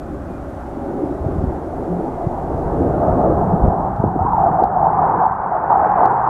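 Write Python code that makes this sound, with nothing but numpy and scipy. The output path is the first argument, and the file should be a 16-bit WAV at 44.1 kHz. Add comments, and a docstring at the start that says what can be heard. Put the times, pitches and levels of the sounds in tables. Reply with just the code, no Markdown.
"""A deep rumble and a faint hollow roar, noise shaped in fluttering bands, come from jets high in the sky.
Wind noise and thumps, short low cycles, strike the microphone; wavering hums and faint short high tones
come and go. Wavelets form sharp crests, first of the rumble, then of the roar as it surges near 800 Hz.
Meanwhile a thin bright hiss with two steady whines sinks, mostly step by step and creeping back between.
In the loudest surges of the later roar, filtered impulses add sharp ticks and a faint crackle."""
import sys
import numpy as np
from scipy import signal
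from scipy.fft import rfft, irfft, next_fast_len
from scipy.io import wavfile
from scipy.ndimage import uniform_filter1d, minimum_filter1d

SR = 44100
rng = np.random.default_rng(int(sys.argv[2]) if len(sys.argv) > 2 else 0)


def output_pcm(signal):
    """Save a mono or channel-first signal as 16-bit PCM at the path in sys.argv[1].

    Samples are clipped to [-1, 1] before scaling.
    """
    pcm = np.clip(np.atleast_2d(signal).T, -1, 1) * 32767
    wavfile.write(sys.argv[1], SR, np.round(pcm).astype(np.int16))


N = 277389   # samples

# Levels are those of each source before the limiter; a spectrum's levels are relative.
# Hollow roar, torn into surges: (time [s], level [dB])
ROAR_LEVEL = [(0.0, -34.5), (0.14, -37), (1.12, -30), (1.89, -30.5), (2.94, -22), (3.03, -16.5),
              (3.25, -16.5), (3.5, -19), (3.87, -20), (3.94, -23.5), (4.09, -20.5), (4.105, -22),
              (4.15, -26), (4.17, -19), (4.3, -17.5), (4.43, -12.5), (4.45, -11.5), (4.52, -19),
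              (4.55, -13.5), (4.58, -16), (4.6, -8), (4.615, -16.5), (4.64, -13), (4.68, -21), (4.85, -11),
              (4.92, -17.5), (5.03, -13), (5.2, -15.5), (5.26, -9), (5.29, -21), (5.32, -14.5),
              (5.38, -24.5), (5.39, -21), (5.51, -21.5), (5.55, -16), (5.61, -24.5), (5.64, -16),
              (5.69, -23.5), (5.71, -3.5), (5.79, -16), (5.86, -12.5), (5.885, -20.5), (5.91, -11.5),
              (5.95, -17.5), (5.98, -12.5), (6.04, -8.5), (6.09, -17.5), (6.12, -13.5), (6.18, -18),
              (6.22, -17.5), (6.29, -15)]
# Band of the hollow roar: (time [s], centre [Hz], width [factor])
ROAR_BAND = [(0, 657, 1.3), (2, 690, 1.28), (3.1, 682, 1.18), (3.9, 719, 1.2), (4.2, 749, 0.96),
             (4.33, 810, .85), (4.45, 775, 0.87), (4.6, 740, .85), (4.85, 770, 1.1), (5.0, 800, 1.2),
             (5.3, 804, 1.18), (5.6, 810, 1.1), (5.72, 790, .6), (5.82, 820, 1.2), (5.91, 860, 0.97),
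             (5.98, 790, 1.5), (6.06, 810, 1), (6.17, 860, 1.1), (6.29, 830, 1.1)]
ROAR_LOW_OCT, ROAR_HIGH_OCT = 0.18, 0.24   # widths below and above the centre, before the factor
ROAR_SKIRT_DB, ROAR_WANDER_HZ = -19.5, 28.7   # floor of the bell; rms wander of its centre

# Sharp crests of the rumble (near 300 Hz) and of the roar (700-900 Hz):
# (time [s], envelope peak [dB], pitch [Hz])
CRESTS = [(1.033, -14, 300), (1.11, -17, 310), (2.81, -14, 340), (2.995, -14, 300), (3.17, -12, 285),
          (4.221, -8, 800), (4.382, -6, 760), (4.440, -2.5, 790), (4.449, -6, 770), (4.591, -5, 730),
          (4.625, -6, 736), (4.639, -3, 780), (4.805, -7, 760), (4.845, -5, 762), (5.018, -7, 760),
          (5.04, -6, 716), (5.098, -6, 851), (5.255, -5, 880), (5.312, -10, 866), (5.68, -11, 800),
          (5.715, -5, 812), (5.74, -5, 780), (5.772, -5.5, 803), (5.781, -6, 800), (5.912, -7, 830),
          (5.959, -7, 773), (6.024, -5, 760), (6.044, -5, 780), (6.0565, -1, 790), (6.075, -5, 780)]
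CREST_CYCLES = 2.4   # envelope half-width at 1/e
CREST_SHARE, CREST_LULL_S = 0.75, 0.011   # part of the roar withdrawn around a crest, and for how long

# Deep rumble: (time [s], level [dB])
RUMBLE_LEVEL = [(0.0, -28.5), (0.65, -32.5), (1.03, -21), (1.23, -28.5), (1.26, -23), (1.65, -28),
                (2.07, -22), (2.1, -28), (2.47, -29), (2.5, -22.5), (2.68, -27), (2.82, -16.5), (2.87, -18),
                (2.94, -22), (3.0, -19.5), (3.08, -21), (3.19, -18), (3.26, -17), (3.32, -19), (3.48, -25),
                (3.64, -20.5), (3.98, -33.5), (4.05, -23.5), (4.1, -33), (4.17, -28), (4.2, -31.5),
                (4.26, -29.5), (4.35, -32), (4.5, -25.5), (4.57, -32.5), (4.62, -20.5), (4.66, -33),
                (5.19, -25.5), (5.32, -36), (5.87, -26.5), (5.92, -31.5), (6.04, -22), (6.24, -34.5),
                (6.29, -26.5)]
# Centre of the rumble: (time [s], frequency [Hz])
RUMBLE_CENTRE = [(0, 286.7), (1.1, 281), (1.6, 337), (2.0, 311), (2.8, 322), (3.17, 295.3), (3.4, 374),
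                 (4.2, 320.5), (5.4, 416), (6.29, 400)]
RUMBLE_LOW_OCT, RUMBLE_HIGH_OCT, RUMBLE_SKIRT_DB = 0.32, 0.4, -6   # widths below and above; floor

# Upper roar: (time [s], level [dB], tilt [dB per octave])
UPPER_LEVEL = [(0.0, -44.5, 5), (2.0, -43.5, 5.5), (2.25, -44.5, 5.5), (2.5, -43, 5), (3.17, -35.5, 1.5),
               (3.7, -37, 0.5), (4.13, -39.5, 1.5), (4.45, -32, 0), (4.75, -33.5, -3), (5.03, -28.5, 2),
               (5.38, -31, -2), (5.99, -26, 3.5), (6.06, -21.5, -0.5), (6.1, -27, 1), (6.29, -28, 1.7)]
# Spectral density of the upper roar before tilting: (frequency [Hz], level [dB per Hz])
UPPER_COLOUR = [(1000, -2), (1430, -7.5), (1830, -23), (2300, -38), (2700, -47.5), (3100, -59), (3900, -80)]

# Ground dip in the rumble and roar
DIP_START_HZ, DIP_RISE_HZ_S, DIP_WIDTH_OCT = 452, 11, 0.12
DIP_DB, DIP_GONE_S = -12.5, 2.8   # depth at the start; time at which it has faded

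# Ticks on the roar's crests: (time [s], peak [dB], second swing relative to the first [dB])
TICKS = [(3.964, -44, -2), (4.440, -48, -3), (4.6402, -30, -20), (4.849, -47, -5), (5.100, -47, -5),
         (5.258, -45, -5), (5.717, -49, -6), (5.742, -52, -8), (5.774, -50, -6), (6.035, -50, -8),
         (6.0415, -46, -8), (6.0565, -30, -6)]
TICK_TWIN_S = 0.0006   # delay of the second, opposite impulse
# Most impulses per second; their rms peak; roar level at which that rate is reached
CRACKLE_PER_S, CRACKLE_DB, CRACKLE_ABOVE_DB = 230, -62.5, -10

# Wind on the microphone: (time [s], level [dB])
WIND_LEVEL = [(0.0, -32.5), (0.3, -30), (0.47, -32), (0.66, -33.5), (1.21, -30.5), (1.37, -22),
              (1.59, -30.5), (2.31, -30), (2.45, -27), (2.8, -21.5), (3.1, -20), (3.22, -20), (3.52, -18.5),
              (3.75, -24), (4.31, -25.5), (4.64, -29), (4.84, -28), (5.06, -29), (5.29, -31), (5.57, -35),
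              (5.92, -29), (6.29, -34)]
# Brightness of the wind: (time [s], tilt [dB per octave])
WIND_TILT = [(0, -6.5), (1.3, -4.5), (2.6, -6.5), (3.1, -3.5), (3.6, -1.5), (4.2, -2.5), (6.29, 0.9)]
# Spectral density of the wind before tilting: (frequency [Hz], level [dB per Hz])
WIND_COLOUR = [(12, -37), (20, -15.5), (75, 0.5), (119, -1.5), (177, 5), (228, -9), (289, -15), (400, -5),
               (520, -35), (880, -120)]

# Wind thumps: (time [s], envelope peak [dB], pitch [Hz], envelope half-width at 1/e [cycles])
THUMPS = [(1.21, -17, 70, 1.2), (1.262, -10.5, 113, 0.74), (1.335, -15, 83, 0.74), (1.385, -13, 84, 0.98),
          (1.438, -5.5, 154, 0.45), (1.475, -13.5, 64, 1.1), (2.267, -7.5, 128, 0.64),
          (2.545, -13, 106, 0.74), (2.81, -14.5, 80, 2.1), (2.865, -13.5, 90, 0.75),
          (3.099, -9.5, 175, 0.39), (3.435, -8.5, 186, 0.7), (3.538, -9, 180, 1.7), (3.601, -10, 110, 0.22),
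          (3.628, -9, 55, 0.9), (3.634, -1, 88, 0.21), (3.651, -3.5, 172, 0.5), (3.66, -16, 39.7, 0.7),
          (3.674, -5, 78, 0.5), (3.998, -5, 125, 0.36), (4.0388, 1.5, 344, 0.31), (4.042, -11.5, 178, 0.96),
          (4.053, -13.5, 105, 2), (4.077, -9, 151, 0.77), (4.156, -15.5, 450, 0.7),
          (4.162, -10.5, 310, 0.9), (4.214, -14, 81, 0.73), (4.249, -6, 195, 0.31),
          (4.51, -12.5, 183, 0.55), (4.635, -14.5, 190, 1)]

# Low hums and faint short high tones: (start [s], length [s], pitch [Hz], rms level [dB])
HUMS = [(0.27, 0.14, 2420, -62), (1.06, .18, 3830, -73), (1.875, 0.15, 175, -23.5),
        (2.115, 0.084, 2080, -62), (2.21, 0.099, 2050, -61), (2.45, 0.083, 2110, -62),
        (4.27, 0.37, 170.5, -31), (4.865, 0.26, 158.1, -27), (5.141, 0.097, 174.6, -26),
        (6.02, 0.4, 129.4, -34.5)]
HUM_FADE_S, HUM_WAVER = 0.033, 0.011   # linear fade; rms waver as a share of the pitch

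# Hiss steps: (time [s], level just after the step [dB])
HISS_STEPS = [(0, -55.5), (3.25, -58.5), (3.69, -61.5), (4.051, -64), (4.45, -65.5), (4.645, -69.5),
              (5.27, -72), (5.79, -70.5)]
HISS_START_DB, HISS_RETURN_DB_S = HISS_STEPS[0][1], 0.5   # ceiling; creep back between steps
# Spectral density of the hiss at its starting level: (frequency [Hz], level [dB per Hz])
HISS_COLOUR = [(1400, 13), (2000, 16.5), (2500, 7), (3000, 5.5), (3600, 1.5), (5000, 0), (8000, -0.5),
               (10500, -3), (13000, -7), (15000, -15.5)]
# Extra loss for each dB the hiss has sunk: dB per octave above 10 kHz, and per octave below 4 kHz
HISS_DULL_DB_OCT, HISS_THIN_DB_OCT = 0.4, 0.4
# Steady whines: (frequency [Hz], rms level while the hiss is at its starting level [dB])
WHINES = [(7298, -88), (10298, -88)]

EVEN_S, EVEN_SHARE = 0.05, 0.24   # averaging time of noise swells; share of the swell levelled, in dB
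CUTOFF_HZ = 15050   # upper edge of the recorded band


def jets():
    """Superposition: the pressures of the three noise bands and the crests add linearly."""
    return rumble() + roar() + upper_roar() + crests()


def roar():
    """Band-limited turbulence: jet noise, fluttered by eddies along its path, yields power around each crest."""
    level_db, = in_time(ROAR_LEVEL)
    centre_hz, width = in_time(ROAR_BAND)
    centre_hz = centre_hz + ROAR_WANDER_HZ * drift(5.2)

    def colour_db(hz):
        bell_db = hump_db(hz, centre_hz, width * ROAR_LOW_OCT, width * ROAR_HIGH_OCT, ROAR_SKIRT_DB)
        return bell_db + ground_dip_db(hz)

    noise = turbulent_noise(np.geomspace(520, 1250, 11), colour_db, 0.93, 1.2, 6.2)
    return crest_lull() * from_db(level_db) * noise


def crest_lull():
    """Amplitude weighting: smoothed rectangular windows lower the roar's gain around every crest."""
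    marks, size = np.zeros(N), round(CREST_LULL_S * SR)
    marks[[round(s * SR) for s, _, _ in CRESTS]] = size
    windows = uniform_filter1d(marks, size=size)
    windows = uniform_filter1d(windows, size=size // 2)
    return 1 - CREST_SHARE * np.minimum(windows, 1)


def crests():
    """Wave packets: cycles under a Gaussian envelope form each sharp crest of the rumble or roar."""
    return wavelets([(*crest, CREST_CYCLES) for crest in CRESTS])


def rumble():
    """Band-limited turbulence: the low part of the jet noise, fluttered by eddies along its path."""
    level_db, = in_time(RUMBLE_LEVEL)
    centre_hz, = in_time(RUMBLE_CENTRE)

    def colour_db(hz):
        bell_db = hump_db(hz, centre_hz, RUMBLE_LOW_OCT, RUMBLE_HIGH_OCT, RUMBLE_SKIRT_DB)
        return bell_db + ground_dip_db(hz)

    return from_db(level_db) * turbulent_noise(np.geomspace(220, 560, 9), colour_db, 1.0, 0.5, 7.6)


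def upper_roar():
    """Spectral roll-off: the upper jet noise falls steeply with frequency, under a changing tilt."""
    level_db, tilt_db = in_time(UPPER_LEVEL)

    def colour_db(hz):
        return at_hz(UPPER_COLOUR, hz) + tilt_db * np.log2(hz / 1300)

    return from_db(level_db) * turbulent_noise(np.geomspace(1050, 3800, 12), colour_db, 0.95, 0.91, 15.0)


def ground_dip_db(hz):
    """Spectral notch: a Gaussian dip in log frequency rises in pitch while its depth fades to nothing."""
    t = np.arange(N) / SR
    dip_hz = DIP_START_HZ + DIP_RISE_HZ_S * t
    depth_db = DIP_DB * np.clip(1 - t / DIP_GONE_S, 0, 1)
    return depth_db * np.exp(-(np.log2(hz / dip_hz) / DIP_WIDTH_OCT) ** 2)


def ticks():
    """Impulse response: isolated and random impulses ring a band-pass filter for a fraction of a millisecond."""
    band = signal.butter(2, [1500, 5000], "band", fs=SR, output="sos")
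    roar_db, = in_time(ROAR_LEVEL)
    rate = CRACKLE_PER_S * np.minimum(from_db(3 * (roar_db - CRACKLE_ABOVE_DB)), 1)
    struck = rng.random(N) < rate / SR
    clicks = from_db(CRACKLE_DB) * rng.standard_normal(N) * struck
    for s, peak_db, twin_db in TICKS:
        clicks[round(s * SR)] = from_db(peak_db)
        clicks[round((s + TICK_TWIN_S) * SR)] = -from_db(peak_db + twin_db)
    unit_peak = np.abs(signal.sosfilt(band, signal.unit_impulse(64))).max()
    return signal.sosfilt(band, clicks + 1e-18) / unit_peak   # the tiny offset avoids denormal numbers


def wind():
    """Turbulent pressure: wind at the microphone is lumpy low noise whose spectral tilt varies in time."""
    level_db, = in_time(WIND_LEVEL)
    tilt_db, = in_time(WIND_TILT)

    def colour_db(hz):
        return at_hz(WIND_COLOUR, hz) + tilt_db * np.log2(hz / 80)

    return from_db(level_db) * turbulent_noise(np.geomspace(18, 240, 11), colour_db, 0.7, 1.0, 17.0)


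def thumps():
    """Transient pressure: an eddy bursting on the microphone gives a short swing, mostly at low pitch."""
    return wavelets(THUMPS)


def hum():
    """Frequency modulation: integrating a slightly wavering pitch gives the phase of each faded tone."""
    out, t = np.zeros(N), np.arange(N) / SR
    for start, length, hz, level_db in HUMS:
        gate = np.clip(np.minimum(t - start, start + length - t) / HUM_FADE_S, 0, 1)
        cycles = np.cumsum(hz * (1 + HUM_WAVER * drift(10.4))) / SR
        out += gate * from_db(level_db) * np.sqrt(2) * np.sin(2 * np.pi * cycles)
    return out


def hiss():
    """Broadband noise with pure tones: both share one level, and the noise loses its edges as it sinks."""
    t = np.arange(N) / SR
    at, after_db = np.transpose(HISS_STEPS)
    last = np.searchsorted(at, t, side="right") - 1
    level_db = np.minimum(after_db[last] + HISS_RETURN_DB_S * (t - at[last]), HISS_START_DB)
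    level_db = uniform_filter1d(level_db, size=400)   # rounds the steps over about 9 ms
    sunk_db = level_db - HISS_START_DB

    def colour_db(hz):
        dull = HISS_DULL_DB_OCT * np.log2(hz / 10000)
        thin = HISS_THIN_DB_OCT * np.log2(4000 / hz)
        return at_hz(HISS_COLOUR, hz) + sunk_db * max(dull, thin, 0)

    noise = turbulent_noise(np.geomspace(1400, 16000, 10), colour_db, 0.34, 0.4, 9.0)
    whines = sum(from_db(db) * np.sqrt(2) * np.sin(2 * np.pi * hz * t) for hz, db in WHINES)
    return from_db(level_db) * noise + from_db(sunk_db) * whines


def turbulent_noise(centres, colour_db, shared_db, own_db, rate):
    """Filter-bank synthesis: overlapping noise bands flutter partly together, partly alone, at unit rms."""
    size = next_fast_len(N)
    white = rfft(rng.standard_normal(size))
    octaves = np.log2(np.arange(1, size // 2 + 2) * SR / size)
    step = np.log2(centres[1] / centres[0])
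    together = drift(rate)
    out, power = 0, 0
    for hz in centres:
        offset = np.clip((octaves - np.log2(hz)) / step, -1, 1)
        band = irfft(white * np.cos(np.pi / 2 * offset) ** 2, size)[:N]
        gain = from_db(colour_db(hz))
        flutter = from_db(shared_db * together + own_db * drift(rate))
        out = out + gain * flutter * band
        power = power + gain ** 2 * np.mean(band ** 2)
    out = out / np.sqrt(power)   # a change of colour leaves the expected power even
    swell = uniform_filter1d(out ** 2, size=round(EVEN_S * SR)) + 1e-6
    return rms_one(out / swell ** (EVEN_SHARE / 2))


def wavelets(events):
    """Gaussian wave packets: each sine swings negative, then positive, about its envelope's centre."""
    out, t = np.zeros(N), np.arange(N) / SR
    for s, peak_db, hz, cycles in events:
        near = slice(round((s - 0.05) * SR), round((s + 0.09) * SR))
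        turns = (t[near] - s) * hz - 0.6   # the envelope peaks 0.6 cycle after the listed time
        out[near] += from_db(peak_db) * np.sin(2 * np.pi * turns) * np.exp(-(turns / cycles) ** 2)
    return out


def drift(rate):
    """Low-pass random process: noise on every 40th sample through two poles at rate [Hz], scaled to unit rms."""
    r = np.exp(-80 * np.pi * rate / SR)
    sparse = rng.standard_normal(N // 40 + 2002)
    slow = signal.lfilter([1], [1, -2 * r, r * r], sparse)[2000:]   # drops the filter's onset
    return np.interp(np.arange(N) / 40, np.arange(len(slow)), rms_one(slow))


def hump_db(hz, centre_hz, low_oct, high_oct, skirt_db):
    """Resonance-like band shape: a lopsided bell in log frequency levels off on its skirts."""
    off = np.log2(hz / centre_hz)
    bell = np.exp(-(off / np.where(off < 0, low_oct, high_oct)) ** 2)
    return 10 * np.log10(bell + from_db(2 * skirt_db))


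def at_hz(points, hz):
    """Logarithmic frequency scale: a spectrum is interpolated linearly in dB over log frequency."""
    spectrum_hz, level_db = np.transpose(points)
    return np.interp(np.log(hz), np.log(spectrum_hz), level_db)


def in_time(rows):
    """Linear interpolation: the columns after time are read sample by sample."""
    s, *columns = np.transpose(rows)
    return [np.interp(np.arange(N) / SR, s, c) for c in columns]


def from_db(db):
    """Decibel law: 20 dB is a factor of ten in amplitude."""
    return 10 ** (np.asarray(db) / 20)


def rms_one(x):
    """Power normalization: the signal is scaled to unit rms."""
    return x / np.sqrt(np.mean(x ** 2) + 1e-20)


def scene():
    """Superposition: the pressures of all sources add at one microphone."""
    return (jets() + ticks() + wind() + thumps() + hum() + hiss())[None]


def record(dry):
    """Peak limiting and low-pass filtering: gain eases down around excessive crests, then the top is cut."""
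    room = np.minimum(1, 0.97 / (np.abs(dry) + 1e-9))
    gain = minimum_filter1d(room, size=601)   # holds each reduction for about 14 ms
    gain = uniform_filter1d(gain, size=301)
    gain = uniform_filter1d(gain, size=301)
    top_cut = signal.ellip(10, 0.5, 80, CUTOFF_HZ, fs=SR, output="sos")
    return signal.sosfilt(top_cut, dry * gain)


dry = scene()
out = record(dry)
output_pcm(out)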